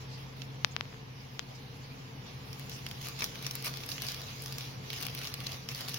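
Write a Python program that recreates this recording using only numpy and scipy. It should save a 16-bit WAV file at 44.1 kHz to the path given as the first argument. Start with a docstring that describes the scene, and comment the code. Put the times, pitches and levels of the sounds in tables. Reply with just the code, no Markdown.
"""A frog and a handful of crickets in a plastic tub, on a pair of close microphones indoors.
An appliance hums in the room throughout, and at first the crickets barely stir. In the first second
and a half, four sharp dry taps and a few faint ones sound right at the left microphone. From about
2.5 s the crickets scrabble over the plastic: a dense rustle of tiny claw contacts shaking the walls,
with louder ticks and scuffs as they and the frog shift and hop."""
import sys
import numpy as np
from scipy import signal
from scipy.fft import rfft, irfft
from scipy.io import wavfile

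SR = 44100
rng = np.random.default_rng(int(sys.argv[2]) if len(sys.argv) > 2 else 0)


def store_pcm(level_fs):
    """Save levels as 16-bit WAV."""
    pcm = np.round(np.clip(level_fs, -1, 1) * 32767).astype(np.int16)
    wavfile.write(sys.argv[1], SR, np.atleast_2d(pcm).T)


N = 263718
TIME = np.arange(N) / SR

# The fine, bright scratch of a claw on plastic. Each row: frequency in Hz, gain in dB.
SCRATCH_SPECTRUM = [(4000, -42.5), (8000, -2), (9500, 1), (11000, 3.5), (16000, 1)]


def from_db(db):
    """Decibels as an amplitude factor."""
    return 10 ** (np.asarray(db) / 20)


def rms_one(x):
    """Scale a signal to an rms of 1."""
    return x / np.sqrt(np.mean(x ** 2) + 1e-20)


def at_hz(points, hz):
    """Read a table on a log-frequency axis."""
    f, value = np.transpose(points)
    return np.interp(np.log(np.maximum(hz, 1)), np.log(f), value)


def colour(x, spectrum, size=16384):
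    """Causal (minimum-phase) filter with the given (Hz, dB) response."""
    gain = from_db(at_hz(spectrum, np.arange(size // 2 + 1) * SR / size))
    cepstrum = irfft(np.log(gain))
    cepstrum[1:size // 2] *= 2
    cepstrum[size // 2 + 1:] = 0
    response = irfft(np.exp(rfft(cepstrum)))[:min(size // 2, x.shape[-1])]
    return signal.oaconvolve(x, response if x.ndim == 1 else response[None], axes=-1)[..., :x.shape[-1]]


def drift(per_s):
    """A random wander that glides through per_s new values a second."""
    return np.interp(TIME * per_s, np.arange(N), rng.standard_normal(N))


def room_tone(air_db=-47.5):
    """An appliance's mains and motor tones beat over dull air noise, alike on both sides in the bass."""
    # The appliance's tones. Each row: frequency in Hz, level in dB before the swell.
    hum_tones = [(58.2, -64.5), (120, -56), (132.8, -48.5), (180, -66), (265.7, -68.5), (360, -70.5),
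                 (480, -91)]
    # Air and rumble of the room. Each row: frequency in Hz, relative level in dB.
    air_spectrum = [(20, -19), (40, -30), (55, -13), (75, -15), (90, -5.5), (105, -7), (138, 0.5),
                    (170, -11), (260, -10), (320, -18), (390, -20.5), (455, -11), (580, -22.5),
                    (900, -17.5), (1150, -21), (1450, -24.5), (2200, -23), (3200, -26.5), (6000, -39),
                    (8200, -88), (11000, -40.5), (16000, -64)]
    # How alike the air is at the two microphones. Each row: frequency in Hz, correlation.
    likeness = [(130, 1), (290, 0.75), (640, 0.13), (1400, -0.44), (3000, 0.19)]
    # Hum and rumble waver slowly. Each row: time in seconds, gain of the hum in dB.
    swell = [(0, 0.5), (0.95, -1), (1.15, -2.5), (1.5, -2.5), (2.3, 0.5), (4.6, 0), (4.85, 2), (5.6, -0.5),
             (5.98, 1)]
    hum = sum(np.sqrt(2) * from_db(db) * np.sin(2 * np.pi * (hz * TIME + rng.random()))
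              for hz, db in hum_tones)
    alike = at_hz(likeness, np.arange(N // 2 + 1) * SR / N)
    mid, side = rfft(rng.standard_normal((2, N)))
    noise = irfft(np.sqrt(1 + alike) * mid + np.sqrt(1 - alike) * side * [[1], [-1]], N)
    air = rms_one(colour(noise, air_spectrum))
    swell_db = np.interp(TIME, *np.transpose(swell))
    return from_db(swell_db) * hum + from_db(air_db + 0.75 * swell_db) * air


def tub_echoes(early_t60, late_t60, early_db, late_db, size=8192):
    """A contact, its quick reflections between the walls and a tail, different at each microphone."""
    t = np.arange(size) / SR
    early, late = rng.standard_normal((2, 2, size))
    echoes = sum(from_db(db) * rms_one(noise * from_db(-60 * t / t60)) / np.sqrt(size)
                 for noise, t60, db in [(early, early_t60, early_db), (late, late_t60, late_db)])
    echoes[[0, 1], rng.integers(0, 12, 2)] += 1  # the direct sound, with its own delay on each side
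    return echoes


def tub_walls(x):
    """The thin plastic answers broadly, with a few damped resonances on top."""
    # Wall resonances. Each row: frequency in Hz, width in Hz, gain in dB against the broad response.
    modes = [(1150, 124, 5.5), (2240, 49, -6.5), (2870, 250, -17), (4470, 64, -13), (5500, 71, -16)]
    # The walls' broad response. Each row: frequency in Hz, gain in dB.
    wall_spectrum = [(120, -7.5), (250, -3.5), (400, -6.5), (700, -2), (950, -11.5), (1500, -4), (2600, 1),
                     (5200, 2.5), (6300, -1.5), (7300, -8), (8300, -18), (16000, -82.5)]
    ringing = sum(from_db(db) * resonance(x, hz, width) for hz, width, db in modes)
    return colour(x + ringing, wall_spectrum)


def resonance(x, hz, width_hz):
    """Two-pole resonance, gain 1 at its peak."""
    r = np.exp(-np.pi * width_hz / SR)
    feedback = [1, -2 * r * np.cos(2 * np.pi * hz / SR), r * r]
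    return signal.lfilter(np.array([1, 0, -1]) * (1 - r * r) / 2, feedback, x)


def microphone_taps(right_db, size=2048):
    """Sharp pushes of pressure with no ring at the left microphone; the right gets only a trace."""
    # Each row: start in seconds, peak in dB, frequency in Hz above which the tap is dulled.
    taps = [(0.6472, 1, 5950), (0.765, -8, 4130), (0.8096, -10, 3700), (0.855, -30.5, 2400),
            (0.928, -30.5, 1700), (0.944, -31, 1800), (1.3939, -10.5, 8950)]
    # The colour all taps share. Each row: frequency in Hz, gain in dB.
    tap_spectrum = [(100, -5), (400, -5.5), (1100, 3.5), (2600, 5), (5500, 2), (7000, -3.5), (9000, -22),
                    (12000, -16), (16000, 1)]
    out = np.zeros((2, N))
    for s, peak_db, dull_hz in taps:
        push = signal.lfilter(*signal.butter(2, dull_hz, fs=SR), signal.unit_impulse(size))
        push = colour(push, tap_spectrum)
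        push *= from_db(peak_db) / np.abs(push).max()
        start = round(s * SR)
        out[0, start:start + size] -= push
        echoes = tub_echoes(early_t60=0.028, late_t60=0.083, early_db=7, late_db=4)
        out[1, start:start + size] -= from_db(right_db) * signal.fftconvolve(push, echoes[1])[:size]
    return out


def scuffs(size=16384):
    """A dragged leg or the frog's belly rubs one patch of the wall into a short resonant swell."""
    # Each row: middle in seconds, half-length in seconds, pitch in Hz, width in Hz, level in dB.
    drags = [(0.138, 0.063, 4500, 1300, -51.5), (0.721, 0.02, 6600, 700, -56),
             (1.21, 0.051, 4900, 600, -59), (1.225, 0.035, 15200, 1200, -67),
             (1.34, 0.06, 14500, 2500, -70), (1.399, 0.012, 3280, 400, -49.5),
             (1.521, 0.032, 650, 300, -52), (1.559, 0.017, 5260, 1400, -54.5),
             (1.767, 0.04, 11000, 2500, -69), (1.85, 0.04, 4520, 800, -56), (1.928, 0.038, 2430, 400, -57),
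             (1.936, 0.05, 11500, 2500, -71), (2.278, 0.039, 3620, 600, -55),
             (2.33, 0.04, 10800, 2000, -71), (2.74, 0.047, 5500, 1500, -49.5),
             (3.226, 0.009, 2340, 160, -31), (3.229, 0.013, 1120, 500, -41.5),
             (3.661, 0.028, 2270, 400, -47), (3.673, 0.012, 930, 800, -42.5),
             (4.085, 0.045, 4670, 700, -42), (5.469, 0.0076, 4150, 700, -36.5),
             (5.48, 0.11, 2500, 600, -52.5)]
    out = np.zeros((2, N))
    t = (np.arange(size) - size // 2) / SR
    for middle, half_length, hz, width, db in drags:
        friction = rng.standard_normal((2, size))
        rub = rms_one(resonance(resonance(friction, hz, width), hz, 2 * width))
        scuff = from_db(db) * rub * np.exp(-2 * (t / half_length) ** 2)
        at = np.round((middle + t) * SR).astype(int)
        heard = (at >= 0) & (at < N)
        out[:, at[heard]] += scuff[:, heard]
    return out


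def movement(attack_s=0.0039, release_db_per_s=353):
    """Levels in dB of the rustle and of the fine scratch: steady walking with quick dashes on top."""
    # How busily the crickets walk about. Each row: time in seconds, rustle level in dB.
    walking = [(0, -58.5), (0.95, -57.5), (1.05, -60.5), (1.15, -58), (1.3, -56.5), (1.5, -56),
               (1.8, -56.5), (2.2, -57), (2.55, -54), (2.85, -50.5), (3.3, -49), (3.8, -46), (4.2, -46),
               (4.35, -48.5), (4.63, -46), (4.72, -50), (4.8, -55.5), (4.89, -48.5), (4.95, -45),
               (5.33, -49), (5.53, -46), (5.62, -52), (5.68, -53.5), (5.8, -46.5), (5.98, -43.5)]
    # Dashes over the plastic. Each row: start and length in seconds, rustle and scratch levels in dB.
    dashes = [(0.0, 0.022, -54, -65), (0.174, 0.056, -55.5, -64), (0.362, 0.085, -58, -63.5),
              (0.61, 0.13, -62, -70), (1.594, 0.034, -67, -69), (2.26, 0.046, -55.5, -76),
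              (2.447, 0.22, -61, -61.5), (2.693, 0.084, -53, -56.5), (2.9, 0.1, -63, -64),
              (3.01, 0.084, -46.5, -51.5), (3.188, 0.068, -42, -47.5), (3.346, 0.046, -52, -58),
              (3.417, 0.068, -48, -53), (3.507, 0.036, -58, -50), (3.638, 0.04, -39, -42),
              (3.885, 0.041, -44.5, -47), (4.01, 0.11, -44, -50), (4.428, 0.05, -59, -54),
              (4.96, 0.03, -45, -52), (5.003, 0.058, -46.5, -51), (5.171, 0.11, -44, -50.5),
              (5.423, 0.12, -50.5, -58), (5.688, 0.032, -44, -50), (5.752, 0.065, -44.5, -50.5),
              (5.876, 0.022, -40, -44.5)]
    walk_db = np.interp(TIME, *np.transpose(walking))
    walk_scratch_db = -55.5 + 1.26 * (walk_db + 47)  # the scratch grows faster than the rustle
    power = from_db([walk_db, walk_scratch_db]) ** 2
    for start, length, rustle_db, scratch_db in dashes:
        attack = np.clip((TIME - start) / attack_s, 0, 1)
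        release = from_db(-release_db_per_s * np.maximum(TIME - start - length, 0))
        power += (from_db([[rustle_db], [scratch_db]]) * attack * release) ** 2
    return 10 * np.log10(power)


def claws(per_spot_per_s, spread_db, clump_db, spots=8):
    """Clumps of tiny contacts at many spots in the tub, each spot with echoes of its own."""
    out = np.zeros((2, N))
    for _ in range(spots):
        at = np.flatnonzero(rng.random(N) < per_spot_per_s / SR)
        # mostly faint touches, a few firm ones, pushing or pulling the wall
        lightness, push = rng.random((2, N))[:, at]
        size_db = spread_db * np.minimum(-np.log(lightness), 3) + clump_db * np.tanh(drift(60)[at])
        clicks = np.zeros(N)
        clicks[at] = np.sign(push - .5) * from_db(size_db)
        echoes = tub_echoes(early_t60=0.038, late_t60=0.032, early_db=2.5, late_db=-9.5)
        out += signal.oaconvolve(clicks[None], echoes, axes=1)[:, :N]
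    return rms_one(out)


def light_steps(per_s, spread_db):
    """Lone claws catch on the plastic at random: separate short snaps."""
    chance, push, size = rng.random((3, N))
    clicks = (chance < per_s / SR) * np.sign(push - .5) * from_db(spread_db * (1 - 2 * size))
    echoes = tub_echoes(early_t60=0.031, late_t60=0.043, early_db=-7, late_db=-2)
    return rms_one(signal.oaconvolve(clicks[None], echoes, axes=1)[:, :N])


def shifting_bands(x, low_hz, high_hz, sway_db, per_s, count=20):
    """As the feet move over the wall, overlapping bands swell and fade too briefly to give a pitch."""
    centres = np.linspace(low_hz, high_hz, count)
    hz = np.arange(N // 2 + 1) * SR / N
    spectrum = rfft(x)
    bands = (irfft(spectrum * np.interp(hz, centres, weights), N) for weights in np.eye(count))
    return sum(from_db(sway_db * np.tanh(drift(per_s))) * band for band in bands)


def scrabble(step_knock_db=-14.5, step_snap_db=-7):
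    """The crickets' claws shake the walls and give a fine scratch; gentle movement is a smoother slide."""
    rustle_db, scratch_db = movement()
    stepping = 0.9 * np.clip((scratch_db + 66) / 18, .1, 1)  # share of power; the rest is sliding
    touches = claws(per_spot_per_s=200, spread_db=4.0, clump_db=3.0)
    slide = rng.standard_normal((2, N))
    contacts = np.sqrt(stepping) * touches + np.sqrt(1 - stepping) * slide
    steps = stepping * light_steps(per_s=22, spread_db=0.5)
    knocks = contacts + from_db(step_knock_db) * steps
    rustle = tub_walls(shifting_bands(knocks, low_hz=900, high_hz=6550, sway_db=5.0, per_s=24))
    scratch = colour(contacts + from_db(step_snap_db) * steps, SCRATCH_SPECTRUM)
    return from_db(rustle_db) * rms_one(rustle) + from_db(scratch_db) * rms_one(scratch)


def footfalls(ring_width_hz, ring_db):
    """Each firmer step rings its own patch of wall for a few milliseconds; the claw's snap is drier."""
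    # Each row: start in seconds, level in dB, ring in Hz, claw snap against the wall's answer in dB,
    # left minus right in dB.
    firm_steps = [(0.4179, -44.5, 2520, -21, -7), (2.529, -46, 5400, -12, -2), (2.595, -47, 2230, -2, 2),
                  (2.6952, -44.5, 3300, -3, 0), (2.7163, -48, 4700, -16, 2), (2.8642, -37.5, 2580, -9, -5),
                  (2.8872, -50, 5000, -1, 7), (2.9119, -41, 3000, -6, -2), (3.0695, -43.5, 1140, -8, 2),
                  (3.0848, -44, 4500, 10, 3), (3.2062, -36.5, 5600, -18, 1), (3.2201, -35, 2300, -22, 3),
                  (3.241, -30.5, 5670, -4, 0), (3.355, -45.5, 2280, -12, 6), (3.4246, -47, 5000, 3, 0),
                  (3.4455, -45, 2500, -12, -2), (3.465, -33, 5860, -8.5, 2), (3.5094, -36.5, 5700, -7, -1),
                  (3.5523, -36.5, 4500, 4, 1), (3.6237, -43, 4500, 4, -1), (3.6446, -37.5, 2400, 6, -3),
                  (3.6582, -38, 4500, 1, 1), (3.666, -40, 5000, 0, -2), (3.677, -40.5, 4440, 1, 6),
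                  (3.7384, -43, 1690, -19, -1), (3.771, -42.5, 4370, -5, 6), (3.8348, -43, 2340, -14, 0),
                  (3.862, -47, 2510, 8, 9), (3.889, -38, 4700, 2, 0), (3.9162, -41.5, 4300, -17, -10),
                  (3.9802, -44.5, 2400, -20, -8), (4.0194, -37, 4700, -1, 5), (4.0464, -44, 4700, 2, 3),
                  (4.066, -41, 4600, -3, 7), (4.0848, -35, 4700, -7, 1.5), (4.1183, -43.5, 5000, -1, 5),
                  (4.144, -41, 4500, -7, 1), (4.2162, -44, 4500, -7, -1), (4.421, -44.5, 4700, 10, 6),
                  (4.4373, -47, 5000, 2, 0), (4.459, -41.5, 6160, -5, 1), (4.5233, -40.5, 4600, 0, 1),
                  (4.5824, -37.5, 5560, -2, -1), (4.6081, -43, 2980, -11, 3), (4.902, -38.5, 2670, -10, 0),
                  (4.9303, -39.5, 2780, -4, 3), (4.9372, -44, 2500, -5, -3), (5.011, -42.5, 1500, -5, 2),
                  (5.0252, -40.5, 4500, -1, 10), (5.0306, -40.5, 3000, -1, 0), (5.0511, -40.5, 4800, -4, 0),
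                  (5.0654, -36.5, 2470, -3, 5.5), (5.0834, -43, 2800, -13, -3), (5.1487, -40, 2990, 1, 3),
                  (5.189, -43.5, 4500, -3, 5), (5.2147, -42, 1150, -6, 0), (5.2434, -42, 4500, -6, 1),
                  (5.2514, -41.5, 3000, -10, 4), (5.271, -39, 4340, -9, 2), (5.3393, -36, 4380, -4.5, 4),
                  (5.403, -42.5, 2880, -4, 0), (5.4668, -39, 5800, -13, 9), (5.5185, -42.5, 3500, -4, 3),
                  (5.6874, -36.5, 5590, -13, 2), (5.747, -39.5, 4750, -5, 3), (5.8076, -40, 4500, 0, -1),
                  (5.8836, -40, 4500, -4, 7), (5.8924, -44, 4580, 7, 9), (5.942, -36, 5750, -7.5, 5)]
    out = np.zeros((2, N))
    for s, level_db, hz, snap_db, pan_db in firm_steps:
        hit = tub_echoes(early_t60=.018, late_t60=.08, early_db=1, late_db=-8)
        snap = tub_echoes(early_t60=.012, late_t60=.06, early_db=-1, late_db=-10)
        tick = tub_walls(hit + from_db(ring_db) * resonance(hit, hz, ring_width_hz))
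        tick += from_db(snap_db) * colour(snap, SCRATCH_SPECTRUM)
        tick /= np.std(tick[:, :SR // 100])  # the first 10 ms set the level
        tick *= from_db(level_db + pan_db * np.array([[.5], [-.5]]))
        start = round((s + .001) * SR)
        out[:, start:start + tick.shape[1]] += tick[:, :N - start]
    return out


def scene():
    """Tub and room reach two microphones of unlike colour; the taps act on the left one directly."""
    # The microphones' responses. Each row: frequency in Hz, left minus right in dB.
    balance = [(60, 4), (200, -1.5), (380, 5.5), (700, 1.5), (2400, -2), (5000, -2), (8000, 2),
               (11500, -0.5), (15000, 9.5)]
    tub = scrabble() + scuffs() + footfalls(ring_width_hz=780, ring_db=5.0)
    airborne = tub + room_tone()
    left = colour(airborne[0], [(hz, db / 2) for hz, db in balance])
    right = colour(airborne[1], [(hz, -db / 2) for hz, db in balance])
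    return np.array([left, right]) + microphone_taps(right_db=-32.5)


def record(dry):
    """The recorder clips at full scale and cuts the top steeply above 15.9 kHz."""
    lowpass = signal.ellip(10, .2, 70, 15900, fs=SR, output="sos")
    return signal.sosfilt(lowpass, np.clip(dry, -1, 1))


dry = scene()
out = record(dry)
store_pcm(out)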